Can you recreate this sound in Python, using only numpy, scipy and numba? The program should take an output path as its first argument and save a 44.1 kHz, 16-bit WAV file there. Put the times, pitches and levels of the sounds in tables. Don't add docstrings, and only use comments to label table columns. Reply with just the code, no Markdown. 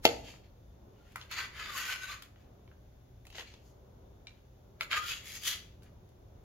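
import sys
import numpy as np
from scipy import signal
from scipy.fft import rfft, irfft, next_fast_len
from scipy.io import wavfile
from scipy.ndimage import uniform_filter1d
from numba import njit

SR = 44100
rng = np.random.default_rng(int(sys.argv[2]) if len(sys.argv) > 2 else 0)


def volts(x):
    e = np.asarray(x, float) / 20
    return 10 ** e


def waveform_to_disk(signal):
    frames = np.transpose(np.atleast_2d(signal))
    scaled = np.clip(frames, -1, 1) * 32767
    samples = np.round(scaled).astype(np.int16)
    wavfile.write(sys.argv[1], SR, samples)


N = 283991
M = 2 * next_fast_len(N // 2 + SR // 4)
HZ = np.maximum(np.arange(M // 2 + 1) * SR / M, 1)
T = np.arange(N) / SR


def read(table, hz=HZ):
    f, v = np.transpose(table)
    return np.interp(np.log(hz), np.log(f), v)


def unit(x):
    return x / np.sqrt(np.mean(x ** 2))


def shape(x, gain):
    return irfft(rfft(x, M) * gain, M)[..., :N]


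def causal(gain_db):
    cepstrum = irfft(gain_db * np.log(10) / 20, M)
    cepstrum[1:M // 2] *= 2
    cepstrum[M // 2 + 1:] = 0
    return np.exp(rfft(cepstrum))


def band(lo_hz, hi_hz, order=6):
    return 1 / np.sqrt((1 + (lo_hz / HZ) ** (2 * order)) * (1 + (HZ / hi_hz) ** (2 * order)))


def pair(mid, side, alike):
    likeness = np.clip(read(alike), 0, 1)
    m = shape(mid, np.sqrt((1 + likeness) / 2))
    s = shape(side, np.sqrt((1 - likeness) / 2))
    return np.array([m + s, m - s])


def walk(rate_hz):
    k = int(SR / rate_hz)
    held = np.repeat(rng.standard_normal(N // k + 1), k)
    return unit(uniform_filter1d(uniform_filter1d(held, k), k)[:N])


@njit
def svf(x, hz, width):
    y, b, l = np.empty(len(x)), 0., 0.
    for i in range(len(x)):
        g, k = np.tan(np.pi * hz[i] / SR), width / hz[i]
        v = (b + g * (x[i] - l)) / (1 + g * (g + k))
        b, l, y[i] = 2 * v - b, l + 2 * g * v, k * v
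    return y


def resonate(x, hz, width_hz):
    return np.array([svf(side, hz, width_hz) for side in x])


FADE_DB, FADE_CURVE = 23.5, 1.4


def swell(peak_s, swell_s, fade_s, db):
    away = np.where(T < peak_s, (peak_s - T) / swell_s, (T - peak_s) / fade_s)
    return volts(db - FADE_DB * np.minimum(away, 4) ** FADE_CURVE)


# (peak [s], swell [s], fade [s], board level [dB], brightness [dB])
PRESSED = [(1.1, 0.22, 0.17, -71.5, 2), (1.221, 0.11, 0.091, -60, 1), (1.326, 0.029, .05, -41.5, -1),
           (1.392, 0.056, 0.11, -38, -3), (1.61, 0.092, 0.1, -44.5, -2.5), (1.69, 0.15, 0.11, -48, -3),
           (1.775, 0.061, .1, -42.5, 5), (1.85, 0.21, 0.16, -44.5, 2), (1.92, 0.1, 0.07, -41.5, 2),
           (2.04, 0.15, 0.096, -52, 1.5), (2.115, 0.094, 0.082, -45, 0), (2.234, 0.029, 0.082, -64.5, 2),
           (2.42, 0.097, .1, -75.5, -0.5), (4.808, 0.018, .01, -58, -2.5), (4.83, .02, 0.026, -47.5, 3.5),
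           (4.923, 0.026, .06, -36, -2.5), (4.974, 0.058, 0.039, -35, -2), (5.865, .03, .05, -69, -8)]
SKIMMED = [
    (5.1, 0.13, 0.13, -41, -0.5),
    (5.477, 0.055, 0.089, -36.5, 4),
    (5.529, 0.093, 0.074, -45, -1),
    (5.62, .05, 0.19, -68.5, -7),
    (5.835, 0.023, .06, -77, 6),
]
HEAPED = [
    (5.27, .06, 0.17, -48, 0.086),
    (5.31, .05, 0.075, -47.5, 0.011),
    (5.359, .05, .06, -44, 0),
    (5.42, .03, .04, -55, 2),
]
BRUSHED = [
    (0.099, 0.026, .12, -47.5, -3),
    (.2, .08, 0.18, -62, 0.5),
    (.295, 0.1, 0.11, -56.5, 0.5),
    (.445, 0.022, 0.058, -66, -9.5),
    (3.39, 0.073, 0.065, -49, 1.5),
    (3.48, .1, .16, -61.5, -2.5),
    (3.679, 0.1, .08, -82, 12),
    (4.29, .02, 0.17, -69.5, -6),
]
# (pocket [dB re board], edge [dB re board], fine hiss [dB re board], board pitch [Hz])
CONTACTS = [
    (-1.5, -9.5, -12.5, 2400),
    (-8.5, -6.5, -9, 3050),
    (-15, -6, -8.5, 1800),
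    (-10.5, -4.5, -14, 2650),
]
EDGE_PER_BRIGHT, HISS_PER_BRIGHT, BOARD_HZ_PER_BRIGHT = 0.99, 1.5, 80


def contact():
    power = np.full((4, N), 1e-30)
    pitch = np.full(N, 2500e-30)
    for rubs, (pocket_db, edge_db, hiss_db, board_hz) in zip((PRESSED, SKIMMED, HEAPED, BRUSHED), CONTACTS):
        for *row, bright_db in rubs:
            bright_edge_db = edge_db + EDGE_PER_BRIGHT * bright_db
            bright_hiss_db = hiss_db + HISS_PER_BRIGHT * bright_db
            layers_db = np.array([pocket_db, 0, bright_edge_db, bright_hiss_db])
            rub_power = swell(*row) ** 2
            power += np.outer(volts(layers_db) ** 2, rub_power)
            pitch += rub_power * (board_hz + BOARD_HZ_PER_BRIGHT * bright_db)
    return np.sqrt(power), pitch / power[1]


# (peak [s], swell [s], fade [s], level [dB], pitch [Hz])
SQUEALS = [(1.02, 0.091, .1, -77.5, 1410), (1.185, 0.018, .05, -60.5, 1173), (1.42, .05, .05, -46.5, 1550),
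           (1.619, .04, .04, -51.5, 1295), (1.695, 0.0297, .03, -45.5, 1198),
           (1.757, .03, .03, -48.5, 1100), (1.92, .12, .09, -40.5, 1501), (2.04, .05, .04, -47, 1522),
           (2.116, .05, 0.02, -46.5, 1176), (4.986, 0.078, .04, -36, 1243), (5.05, .04, .07, -45.5, 1402)]


def squeals():
    power = np.array([swell(*row[:4]) ** 2 for row in SQUEALS]) + 1e-30
    total = power.sum(axis=0)
    return np.sqrt(total), np.array(SQUEALS)[:, 4] @ power / total


# (frequency [Hz], likeness [0-1])
RUB_ALIKE = [(300, .95), (1400, 1), (3100, 0.38), (6800, 0.3), (15000, 0.2)]


def slipping(catch_share=.08, smooth_db=-3):
    slips = rng.random(N) < catch_share
    mid, side = [unit(slips * rng.standard_normal(N)) + volts(smooth_db) * rng.standard_normal(N)
                 for _ in range(2)]
    return pair(mid, side, RUB_ALIKE) * volts(walk(SR / 500) + .6 * walk(300))


RUB_EDGES_HZ = [1080, 2000, 5000, 8300, 16000]
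# (frequency [Hz], density [dB per Hz])
RUB_TILT = [(1060, -31.5), (1800, -5), (3090, -1), (6020, -10), (6710, -7.5), (7770, -14), (8360, -25.5),
            (11000, -16), (13900, -17.5), (16000, -23)]
BLADE_HZ = [2000, 2280, 2690, 3035, 3400, 3610, 4020, 4432, 4850, 6364, 6180, 6630, 10800, 10970, 12360,
            12500]


def rubbing(pocket_width_hz=100, board_width_hz=750, board_db=10, peak_db=8, wander_db=4.5, drift=0.04,
            mode_width_hz=70, skirt_db=-13):
    (low, *above), board_hz = contact()
    sing, pocket_hz = squeals()
    grit = slipping()
    gains = [band(lo, hi, order=10) for lo, hi in zip(RUB_EDGES_HZ, RUB_EDGES_HZ[1:])]

    sealed = resonate(resonate(grit, pocket_hz, pocket_width_hz), pocket_hz, pocket_width_hz)
    leaky = grit + volts(3) * resonate(grit, 1.3 * pocket_hz, mode_width_hz)
    skirt = volts(skirt_db) * band(450, 850, order=3)
    out = sing * unit(shape(sealed, gains[0])) + low * unit(shape(leaky, gains[0] + skirt))

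    body = grit + volts(board_db) * resonate(grit, board_hz, board_width_hz)
    for hz in BLADE_HZ:
        ratio = hz / BLADE_HZ[0]
        moving_hz = hz * (1 + drift * walk(7))
        mode_gain = volts(peak_db - 4.0 * np.log2(ratio) + wander_db * walk(22))
        body += mode_gain * resonate(grit, moving_hz, mode_width_hz * np.sqrt(ratio))
    for gain, strength in zip(gains[1:], above):
        out += unit(shape(body, gain * volts(read(RUB_TILT)))) * strength * volts(walk(25))
    return out


# (time [s], peak [dB], low ring [Hz], high ring [Hz], treble
# [dB])
BLADE_TAPS = [(1.158, -29.5, 1114, 1347, -13), (1.213, -39.5, 3100, 3400, -31),
              (1.3129, -35.5, 1400, 2020, -7), (1.5525, -44.5, 1780, 2090, -24),
              (2.1011, -63, 1160, 3160, -12), (2.2223, -41.5, 1387, 3350, -5),
              (4.27, -38.5, 2354, 3850, -40), (4.809, -21, 1317, 2280, -20.5),
              (4.832, -49.5, 1166, 1960, -20.5), (4.9132, -27, 2280, 2280, -24),
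              (4.9304, -22.5, 1580, 2160, -30)]
SOFT_TAPS = [(1.1193, -59.5, 933, 2040, -3), (2.359, -55, 1240, 2000, -23.5),
             (2.6765, -56, 1054, 2303, -30), (2.7144, -55.5, 1550, 1610, -25),
             (3.252, -51.5, 1910, 2020, -7.5), (3.268, -47, 2580, 4570, -8), (3.3017, -48, 2650, 2700, -8),
             (3.3262, -46, 1940, 3080, -19), (3.3478, -44, 2030, 1980, -21), (3.3532, -38, 2220, 3500, -27),
             (3.3826, -34.5, 1900, 2160, -26), (3.3961, -36, 1880, 3250, -19),
             (3.409, -39.5, 1950, 2280, -30), (3.4229, -47, 1440, 2760, -19.5),
             (3.5388, -46, 2520, 3500, -18.5), (5.8217, -57.5, 1538, 2960, -10),
             (5.8313, -61.5, 1525, 2380, 2.5), (6.0895, -65.5, 943, 3510, -2)]
BOWL_ROCKS = [
    (0.2839, -49.5, 2030, 2010, -15),
    (0.3388, -53, 1970, 2400, -18.5),
]
BLADE_THUD_DB, SOFT_THUD_DB, ROCK_THUD_DB = -20.5, -17, -4.5


def taps(push_db=1, ring_db=-4, treble_s=0.0045, thud_s=0.0054, spread=0.39, lag_s=.0001):
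    t = T[:SR // 10]
    push_s, ring_s, rise_s = .003, .022, .0007
    rise = 1 - np.exp(-t / rise_s)
    ring_gains = np.array([1.0, 0.97, .5, 0.25, 0.49, 0.31])
    mid, high, low, deep = np.zeros((4, 2, N))
    rows = [(*r, BLADE_THUD_DB, low) for r in BLADE_TAPS]
    rows += [(*r, SOFT_THUD_DB, deep) for r in SOFT_TAPS]
    rows += [(*r, ROCK_THUD_DB, deep) for r in BOWL_ROCKS]
    for s, db, low_hz, high_hz, treble_db, thud_db, under in rows:
        i = int(s * SR)
        span = slice(i, i + len(t))
        noise = rng.standard_normal((4, len(t)))

        detune = (np.arange(4) + rng.random(4)) / 4
        reach = (1 + spread) * max(high_hz / low_hz, 1) / .85
        hz = np.r_[low_hz, high_hz, .85 * low_hz * reach ** detune]
        ring = ring_gains @ np.sin(2 * np.pi * np.outer(hz, t)) * volts(ring_db - 60 * t / ring_s) * rise

        push_hz = [0.79 * min(low_hz, high_hz), 1.75 * max(low_hz, high_hz)]
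        around = signal.butter(3, push_hz, "bandpass", fs=SR, output="sos")
        push = signal.sosfilt(around, (noise[0] + .5 * noise[1:3]) * np.exp(-t / push_s))

        mid[:, span] += volts(db) * (ring + volts(push_db) * push / np.abs(push).max())
        high[:, span] += volts(db + treble_db + 3.5) * noise[1:3] * np.exp(-t / treble_s) * rise
        under[:, span] += volts(db + thud_db + 20.0) * noise[3] * np.exp(-t / thud_s)
    mid[0] = np.roll(mid[0], int(lag_s * SR))
    out = np.zeros((2, N))
    for layer, lo_hz, hi_hz in ((mid, 970, 7500), (high, 2660, 15500), (low, 710, 800), (deep, 380, 1010)):
        out += shape(layer, causal(20 * np.log10(band(lo_hz, hi_hz, order=3))))
    return out


# (frequency [Hz], level [dB], ring [s])
BOWL = [(102, -6.5, 0.63), (475, 3, 0.48), (898.3, -14, 0.053), (1450, -19.5, 0.52), (1540, -12, 0.18),
        (2023, -3.5, 0.52), (2300, -14, 0.23), (2690, -5.5, 0.18), (3380, -15.5, 0.23), (3930, -19, 0.31),
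        (4280, -14, 0.51), (4996, -29, 0.41), (5900, -22.5, 0.2), (6200, -32, 4.1), (6680, -16.5, 0.17),
        (6940, -15.5, 0.24)]
RIM = [(330.2, -14.5, 0.0064), (687, -12.5, 0.023), (816, -9, 0.02), (1323, -14, 0.02), (2150, -7, .02),
       (2700, -10.5, 0.035)]
# (frequency [Hz], density [dB per Hz])
CRACK = [(59, -44), (100, -20), (283, -8.5), (524, -4.5), (818, -2), (1360, -15), (1610, -20.5), (2130, -3),
         (3320, -4.5), (6560, -12), (8640, -29), (11600, -12), (16000, -32)]
LANDING_S, LANDING_DB = .0528, -5


def ringing(modes, t, shorten=1, longest_s=np.inf):
    return sum(volts(db - 60 * t / (shorten * min(t60_s, longest_s))) * np.sin(2 * np.pi * hz * t)
               for hz, db, t60_s in modes)


def bowl(ring_db=-27, crack_s=0.0039, shorten=0.73, skid_db=-30, skid_s=0.0073, rough=.2, lag_s=.00015):
    t, out = T[:SR // 2], np.zeros((2, N))
    rattle = pair(*rng.standard_normal((2, N)), RUB_ALIKE)
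    blow = (t == 0) + rough * rattle[:, :len(t)] * np.exp(-t / crack_s)
    crack = shape(blow, causal(read(CRACK)))[:, :len(t)]
    hit = volts(1.5) * crack / np.abs(crack).max() + ringing(RIM, t)
    rumble_cut = signal.butter(2, 180, "highpass", fs=SR, output="sos")
    shell = ringing(BOWL, t, shorten, longest_s=.3)
    i = int(LANDING_S * SR)
    out[:, i:i + len(t)] = signal.sosfilt(rumble_cut, hit) + volts(ring_db) * shell
    skid = unit(shape(rattle, band(1700, 3500, order=1)))[:, -i:]
    out[:, :i] = volts(skid_db) * skid * np.exp(-T[i:0:-1] / skid_s)
    out[0] = np.roll(out[0], int(lag_s * SR))
    return volts(LANDING_DB) * out


# (delay [s], left [dB], right [dB])
ECHOES = [
    (.0095, -10.5, -15.5),
    (.013, -18, -16.5),
    (0.022, -30, -12.5),
    (0.036, -25.5, -20),
]


def echoes(x, smear_s=0.0017):
    answer, t = np.zeros((2, SR // 10)), T[:SR // 100]
    for s, *db in ECHOES:
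        i = int(s * SR)
        rough = rng.standard_normal(len(t)) * np.exp(-t / smear_s)
        answer[:, i:i + len(t)] += np.outer(volts(np.array(db)), rough / np.sqrt(np.sum(rough ** 2)))
    return shape(x, rfft(answer, M) * band(250, 6200, order=1))


# (frequency [Hz], ring [s])
KITCHEN = [(125, 0.7), (500, .5), (2000, 0.23), (5000, 0.44), (12000, 0.2)]
# (frequency [Hz], likeness [0-1])
RUMBLE_ALIKE = [(60, 0.97), (130, 0.96), (290, 0.8), (640, 0), (1410, 0.03), (3100, 0), (6820, 0),
                (15000, 0)]


def kitchen(x, gap_s=0.0047):
    t, tail = T[:SR], 0
    for hz in 125 * 2. ** np.arange(8):
        octave = band(hz / np.sqrt(2), hz * np.sqrt(2), order=2)
        noise = shape(pair(*rng.standard_normal((2, N)), RUMBLE_ALIKE), octave)
        tail = tail + noise[:, :SR] * volts(-60 * t / read(KITCHEN, hz)) * (t > gap_s)
    return shape(x.mean(axis=0), rfft(tail / np.sqrt(np.sum(tail ** 2) / 2), M))


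# (frequency [Hz], density [dB per Hz])
RUMBLE = [(12, -48.5), (20, -21.5), (39, -7.5), (66, -4), (124, -7), (146, -15), (185, -14), (323, -19.5),
          (394, -14.5), (439, -20.5), (576, -18.5), (1500, -36), (1950, -71.5), (3300, -120)]
HISS = [(880, -28), (1500, -2.5), (2510, -7), (3660, -6), (3960, -9), (5120, -10.5), (6500, -7.5),
        (7460, -16), (8000, -31.5), (11200, -12), (16000, -14.5)]
RUMBLE_DB, HISS_DB = -57.5, -74.5
# (time [s], level [dB])
SWELL = [(0, 5), (1, -0.5), (2, 1), (3, 2), (4, -0.5), (5, 1), (5.6, 1), (6.44, 5)]
# (frequency [Hz], level [dB])
WHINE = [(59, -65.5), (118, -69.5), (3548, -88.5)]


def appliances():
    noise = unit(shape(pair(*rng.standard_normal((2, N)), RUMBLE_ALIKE), volts(read(RUMBLE))))
    deep = shape(noise, band(0.92, 130, order=2))
    deep_db = np.interp(T, *np.transpose(SWELL)) + walk(3.7)
    out = volts(RUMBLE_DB) * (deep * volts(deep_db) + (noise - deep) * volts(1.5 * walk(5)))
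    out += volts(HISS_DB) * unit(shape(rng.standard_normal((2, N)), volts(read(HISS))))
    for hz, db in WHINE:
        out += volts(db + 3 * walk(5)) * np.sin(2 * np.pi * hz * T + 4.1 * walk(4.8))
    return out


def scene():
    rub, ticks, knock = rubbing(), taps(), bowl()
    early = echoes(volts(5.5) * ticks + volts(3) * knock)
    late = kitchen(volts(-6.0) * rub + volts(-7.0) * ticks + volts(-10.5) * knock)
    return rub + ticks + knock + early + late + appliances()


def roll_off(x):
    return signal.sosfilt(signal.butter(12, 16310, fs=SR, output="sos"), x)


# (frequency [Hz], left minus right [dB])
PORTS = [(60, 1), (200, -0.5), (400, 0.5), (1300, 1.5), (2400, -0.5), (4400, 4), (7500, 2), (10500, 5.5),
         (12500, -1.5), (15000, -8)]
DEAF_HZ, DEAF_WIDTH_HZ, DEAF_DB = 8300, 340, -12
TOP_HZ = 15830


def record(dry):
    deaf_db = DEAF_DB / (1 + ((HZ - DEAF_HZ) / DEAF_WIDTH_HZ) ** 4)
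    tilt_db = read(PORTS) / 2
    port_gain = volts(deaf_db + np.array([tilt_db, -tilt_db])) * (HZ < TOP_HZ)
    mix = np.clip(shape(dry, port_gain), -1, 1)
    return roll_off(mix)


dry = scene()
out = record(dry)
waveform_to_disk(out)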